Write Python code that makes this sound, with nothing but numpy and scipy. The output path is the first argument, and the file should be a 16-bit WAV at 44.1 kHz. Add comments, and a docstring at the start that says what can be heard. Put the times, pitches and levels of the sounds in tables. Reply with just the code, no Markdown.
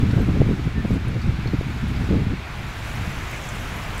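"""A lake of icy slush on a windy day, heard from the shore through one small microphone.
From the start, eddies rumble and thump on the microphone, over the hiss of countless jostling
ice crumbs and the odd tinkle of a shard close by. Just before one second, something far off gives
a faint, short whistle. Then the microphone tilts down to the near slush: the hiss grows and
brightens while the wind eases, and near the end a patch of slush settles with a soft sizzle."""
import sys
import numpy as np
from scipy import signal
from scipy.fft import rfft, irfft, next_fast_len
from scipy.io import wavfile
from scipy.ndimage import uniform_filter1d, map_coordinates

SR = 44100
rng = np.random.default_rng(int(sys.argv[2]) if len(sys.argv) > 2 else 0)


def master_out(mix):
    """Clip the mix to full scale and print it as 16-bit PCM to the path in sys.argv[1]."""
    frames = np.transpose(np.atleast_2d(mix))
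    ceiling = np.clip(frames, -1, 1)
    pcm = np.round(ceiling * 32767).astype(np.int16)
    wavfile.write(sys.argv[1], SR, pcm)


N = 176400
TIME = np.arange(N) / SR
TOP_HZ = 15750


def amp(db):
    """Decibels to gain."""
    return 10 ** (np.asarray(db) / 20)


def unit(x):
    """Scale to rms 1."""
    return x / np.sqrt(np.mean(x ** 2) + 1e-20)


def curves(rows):
    """One value per sample for each column after the time."""
    times, *columns = np.transpose(rows)
    return [np.interp(TIME, times, column) for column in columns]


def swell(centre_s, half_width_s):
    """A bell-shaped envelope."""
    return np.exp(-2 * ((TIME - centre_s) / half_width_s) ** 2)


def wobble(knots_per_s):
    """A smooth random curve."""
    return map_coordinates(rng.standard_normal(1024), [TIME * knots_per_s], mode="wrap")


def filtered(x, response):
    """Filter x by a gain that depends on frequency."""
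    size = next_fast_len(N + SR // 2)
    return irfft(rfft(x, size) * response(np.fft.rfftfreq(size, 1 / SR)), size)[:N]


def coloured(x, spectrum):
    """x shaped by (Hz, dB) points, at rms 1."""
    points_hz, db = np.transpose(spectrum)
    return unit(filtered(x, lambda hz: amp(np.interp(np.log(hz + 1), np.log(points_hz), db))))


def rush(spectrum, patchy_db):
    """Noise with drifting patches of random gain."""
    bins = signal.stft(rng.standard_normal(N), nperseg=512)[2]
    patches = uniform_filter1d(rng.standard_normal(bins.shape), size=4, axis=0)
    patches = unit(uniform_filter1d(patches, size=12, axis=1))
    noise = signal.istft(bins * amp(patchy_db * patches))[1][:N]
    return coloured(noise, spectrum)


def eddies(spectrum, even_s):
    """Turbulent pressure whose strength is even over spans longer than even_s."""
    pressure = coloured(rng.standard_normal(N), spectrum)
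    power = np.abs(uniform_filter1d(pressure ** 2, max(int(even_s * SR), 2)))
    return coloured(pressure / np.sqrt(power + .02), [(2000, 0), (4000, -30)])


# The air over the lake. Each row: frequency in Hz, relative level in dB.
AIR_SPECTRUM = [(12, -13), (30, -2), (42, 6), (62, 4), (88, -13), (115, -5), (150, -14), (200, -34),
                (600, -72)]

def open_air(level_db=-36.5):
    """Moving air keeps up a deep, steady rumble all along the shore."""
    return amp(level_db) * eddies(AIR_SPECTRUM, even_s=0.13)


def far_whistle(centre_s=0.79, pitch_hz=1780, sag_hz_per_s=390, peak_db=-37.5):
    """One faint whistle far from the microphone, perhaps a bird, sagging slightly."""
    hz = pitch_hz - sag_hz_per_s * (TIME - centre_s) + 12 * wobble(119.5)
    tone = np.sin(2 * np.pi * np.cumsum(hz) / SR)
    return amp(peak_db) * swell(centre_s, half_width_s=0.048) * tone


# Wind on the microphone, between gusts. 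Each row: time in seconds, rumble level in dB.
WIND_LEVELS = [(0, -20.5), (.5, -20.5), (.57, -26.5), (.95, -26.5), (1.4, -27.5), (1.75, -29),
               (1.95, -23.5), (2.32, -26.5), (2.38, -35.5), (2.52, -36.5), (2.6, -30), (2.72, -36),
               (2.82, -31), (3.18, -29.5), (3.38, -35.5), (3.62, -30.5), (3.8, -34), (4, -32.5)]
# Gusts that strike it. Each row: centre and half-width in seconds, rumble and flutter levels in dB.
MIC_GUSTS = [(0.034, 0.019, -16, -25), (0.189, 0.053, -22, -21), (.296, 0.014, -17.5, -17),
             (0.365, 0.036, -26, -23.5), (0.409, 0.021, -14.5, -20.5), (0.502, 0.09, -23, -27.5),
             (0.673, 0.0095, -13.5, -32), (0.781, 0.028, -23.5, -27.5), (.853, 0.0088, -30, -16.5),
             (0.928, 0.039, -17.5, -26), (0.965, 0.019, -25, -22), (1.085, 0.075, -25, -31.5),
             (1.162, 0.02, -24.5, -25.5), (1.282, 0.057, -17, -31), (1.391, 0.0085, -18.5, -32),
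             (1.477, 0.027, -21, -30.5), (1.541, 0.02, -23, -21), (1.701, 0.04, -25, -35),
             (1.84, 0.018, -20.5, -34), (1.911, 0.0092, -24, -28), (2.017, 0.021, -23, -28),
             (2.146, 0.059, -20.5, -20), (2.209, 0.041, -21, -27), (2.319, 0.032, -23, -27),
             (3.016, 0.02, -23.5, -45)]
# Large, small and smallest eddies at the microphone. Each row: frequency in Hz, relative level in dB.
RUMBLE_SPECTRUM = [(12, -8), (28, -9), (40, -5.5), (50, -5.5), (70, 3), (88, -1.5), (115, 2), (145, -3.5),
                   (190, -7.5), (250, -13), (350, -26.5), (600, -47), (1500, -90)]
FLUTTER_SPECTRUM = [(60, -13), (140, -2), (195, 2.5), (245, -1), (295, 1), (350, -6.5), (430, -8.5),
                    (550, -18), (750, -33), (1200, -31.5), (3000, -61)]
RASP_SPECTRUM = [(250, -16), (450, 0.5), (600, 0.5), (800, -3.5), (1100, -19), (2500, -42)]

def wind_on_mic(breeze_db=-24, breeze_flutter_db=-36, hard_flutter_db=-19, full_rasp_db=-34.5):
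    """Large eddies rumble, small ones flutter in strong wind, and the hardest gusts rasp."""
    wind_db, = curves(WIND_LEVELS)
    lumps = wobble(31.97)
    rumble_power = amp(wind_db + 1.78 * lumps) ** 2
    flutter_db = breeze_flutter_db + 1.62 * (wind_db - breeze_db)  # grows faster than the rumble
    flutter_power = amp(flutter_db + 2.4 * lumps + 2.6 * wobble(60)) ** 2
    for centre_s, half_width_s, gust_rumble_db, gust_flutter_db in MIC_GUSTS:
        gust = swell(centre_s, half_width_s)
        rumble_power += (amp(gust_rumble_db) * gust) ** 2
        flutter_power += (amp(gust_flutter_db) * gust) ** 2
    hardness = np.minimum(flutter_power / amp(hard_flutter_db) ** 2, 1)
    rasp = amp(full_rasp_db) * hardness * eddies(RASP_SPECTRUM, even_s=.02)
    rumble = np.sqrt(rumble_power) * eddies(RUMBLE_SPECTRUM, even_s=0.0513)
    flutter = np.sqrt(flutter_power) * eddies(FLUTTER_SPECTRUM, even_s=0.0335)
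    return rumble + flutter + rasp


# Single eddies right on the microphone. Each row: centre in seconds, peak in dB, strongest frequency in Hz.
EDDY_SLAPS = [(0.177, -20, 480), (0.404, -18, 90), (.418, -7, 284), (0.464, -17, 217), (.491, -16, 200),
              (.513, -12, 230), (.675, -16, 200), (.782, -16, 110), (0.907, -17, 277), (0.922, -18.5, 149),
              (1.459, -18, 228), (1.536, -15, 210), (1.591, -12.5, 100), (1.612, -18, 302),
              (2.112, -13, 248), (2.143, -27, 400), (2.272, -16, 110), (2.337, -17.5, 190),
              (3.079, -17, 101)]

def eddy_slaps():
    """A vortex passes the microphone port: one push and pull, the quicker the smaller it is."""
    out = np.zeros(N)
    for centre_s, peak_db, hz in EDDY_SLAPS:
        passage = 2 * np.pi * hz * (TIME - centre_s)
        out -= amp(peak_db) * passage * np.exp((1 - passage ** 2) / 2)
    return out


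# Shards clinking close to the microphone. Each row: start in seconds, pitch in Hz, ring level in dB,
# seconds for the ring to fall 60 dB, snap level over the ring in dB.
NEAR_SHARDS = [(.11, 4300, -38, .057, -6), (.215, 11700, -54, .09, -8), (.905, 11500, -55, .06, 0),
               (.938, 7700, -48, 0.054, -2), (1.081, 9700, -47.5, 0.042, -4), (1.215, 4500, -42, 0.054, -2),
               (1.261, 7900, -53, .06, 0), (1.473, 4370, -38, .055, -5), (1.881, 10500, -50, .035, 0),
               (1.961, 4800, -40.5, .07, -2), (2.686, 13000, -51, .03, 4), (2.953, 11900, -46, .05, 2),
               (3.309, 14000, -48, .05, 8), (3.33, 2280, -30, 0.067, -10), (3.488, 7360, -33.5, 0.037, -6),
               (3.552, 9400, -43, .04, -5), (3.764, 12600, -45, .045, -8), (3.977, 8100, -36, 0.035, -7),
               (3.994, 8300, -26.5, 0.058, -6)]

def near_shards(ring_width=0.04, snap_octaves=0.67, snap_t60_s=0.039, attack_s=0.0014):
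    """Each ice shard snaps in a broad band and rings briefly in a narrow one."""
    out = np.zeros(N + SR)
    t = np.arange(SR // 8) / SR
    hz = np.fft.rfftfreq(len(t), 1 / SR)
    attack = 1 - np.exp(-t / attack_s)
    for start_s, pitch_hz, ring_db, t60_s, snap_db in NEAR_SHARDS:
        ring_bins, snap_bins = rfft(rng.standard_normal((2, len(t))))
        ring_bins /= 1 + ((hz / pitch_hz - 1) / ring_width) ** 2
        snap_bins /= 1 + (np.log2((hz + 1) / pitch_hz) / snap_octaves) ** 2
        ring = unit(irfft(ring_bins, len(t))) * amp(-60 * t / t60_s)
        snap = unit(irfft(snap_bins, len(t))) * amp(-60 * t / snap_t60_s)
        out[round(start_s * SR):][:len(t)] += amp(ring_db) * attack * (ring + amp(snap_db) * snap)
    return out[:N]


def ice_crumbs(count=6000, per_s=900, median_hz=6580, decay_cycles=8.7, cap_db=5):
    """Ice crumbs touch at random, each with a tiny damped ring, a few stronger than the rest."""
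    gaps, strength_db = -np.log(1 - rng.random((count, 2)).T)  # exponential draws
    start_s = np.cumsum(gaps) / per_s
    hz = np.clip(median_hz * np.exp(0.507 * rng.standard_normal(count)), 1500, TOP_HZ)
    strength = amp(np.minimum(strength_db, cap_db))
    samples = np.arange(400)
    cycles = hz[:, None] * samples / SR
    rings = strength[:, None] * np.sin(2 * np.pi * cycles) * np.exp(-cycles / decay_cycles)
    positions = (start_s * SR).astype(int)[:, None] + samples
    return unit(np.bincount(positions.ravel(), rings.ravel(), N)[:N])


# The lake from the shore. Each row: time in seconds, relative levels of wash and fizz in dB.
SLUSH_LEVELS = [(0.03, -37.5, -54.5), (0.65, -39.5, -57.5), (0.71, -39, -58), (0.76, -39.5, -61),
                (0.95, -38.5, -54), (0.98, -39.5, -59), (2.05, -38, -55), (2.35, -39, -58.5),
                (2.83, -36.5, -51.5), (2.86, -35.5, -49), (3.02, -35.5, -50.5), (3.42, -36.5, -49),
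                (3.48, -37, -49), (3.49, -37.5, -49), (3.52, -36, -49.5), (3.96, -35.5, -48.5)]
# Wash from far out, slush at the shore, the fizz on top, and a near patch settling.
# Each row: frequency in Hz, relative level in dB.
WASH_SPECTRUM = [(100, -28), (300, 1.5), (500, -6.5), (700, -0.5), (1100, -1.5), (1450, 0.5), (1800, -2.5),
                 (2300, -1), (2650, -3.5), (3000, -8), (3700, -8.5), (5000, -16.5), (7000, -26.5),
                 (10000, -39.5), (16000, -59)]
SHORE_SPECTRUM = [(200, -13), (450, -4.5), (750, -3), (1400, -4.5), (2200, -4.5), (3200, -10.5),
                  (6000, -58)]
FIZZ_SPECTRUM = [(1000, -4), (3000, -7), (5000, -1.5), (6000, -0.5), (6800, 0), (7600, -1), (8800, -5.5),
                 (11500, -4.5), (13500, -7.5), (15700, -11.5)]
SETTLING_SPECTRUM = [(4500, -20), (5700, -7), (6500, -1), (7500, -2), (8500, -9), (11000, -28)]

def slush(tilt_start_s=1.67, tilt_end_s=3.3, shore_db=-38, settling_db=-50.5):
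    """Jostling ice blurs into a wash far out; the near slush comes in as the microphone tilts down."""
    wash_db, fizz_db = curves(SLUSH_LEVELS)
    tilt = np.clip((TIME - tilt_start_s) / (tilt_end_s - tilt_start_s), 0, 1)
    wash_gain = amp(wash_db + 1 - 1.8 * tilt + 0.34 * wobble(5.25))
    wash = wash_gain * rush(WASH_SPECTRUM, patchy_db=0.73)
    shore = amp(shore_db) * tilt * rush(SHORE_SPECTRUM, patchy_db=1.0)
    fizz = amp(0.5) * rush(FIZZ_SPECTRUM, patchy_db=1.5)
    crackle = amp(-3) * coloured(ice_crumbs(), FIZZ_SPECTRUM)
    settling = amp(settling_db) * swell(centre_s=3.41, half_width_s=0.27)
    sizzle = settling * coloured(ice_crumbs(), SETTLING_SPECTRUM)
    fizz_gain = amp(fizz_db + 0.44 * wobble(25.14))
    return wash + shore + sizzle + fizz_gain * (fizz + crackle)


def scene():
    """An open shore with no echoes; everything reaches one microphone."""
    return (open_air() + wind_on_mic() + eddy_slaps() + slush() + near_shards() + far_whistle())[None]


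def record(dry):
    """The recorder keeps nothing above its band limit."""
    return filtered(dry[0], lambda hz: hz < TOP_HZ)[None]


dry = scene()
out = record(dry)
master_out(out)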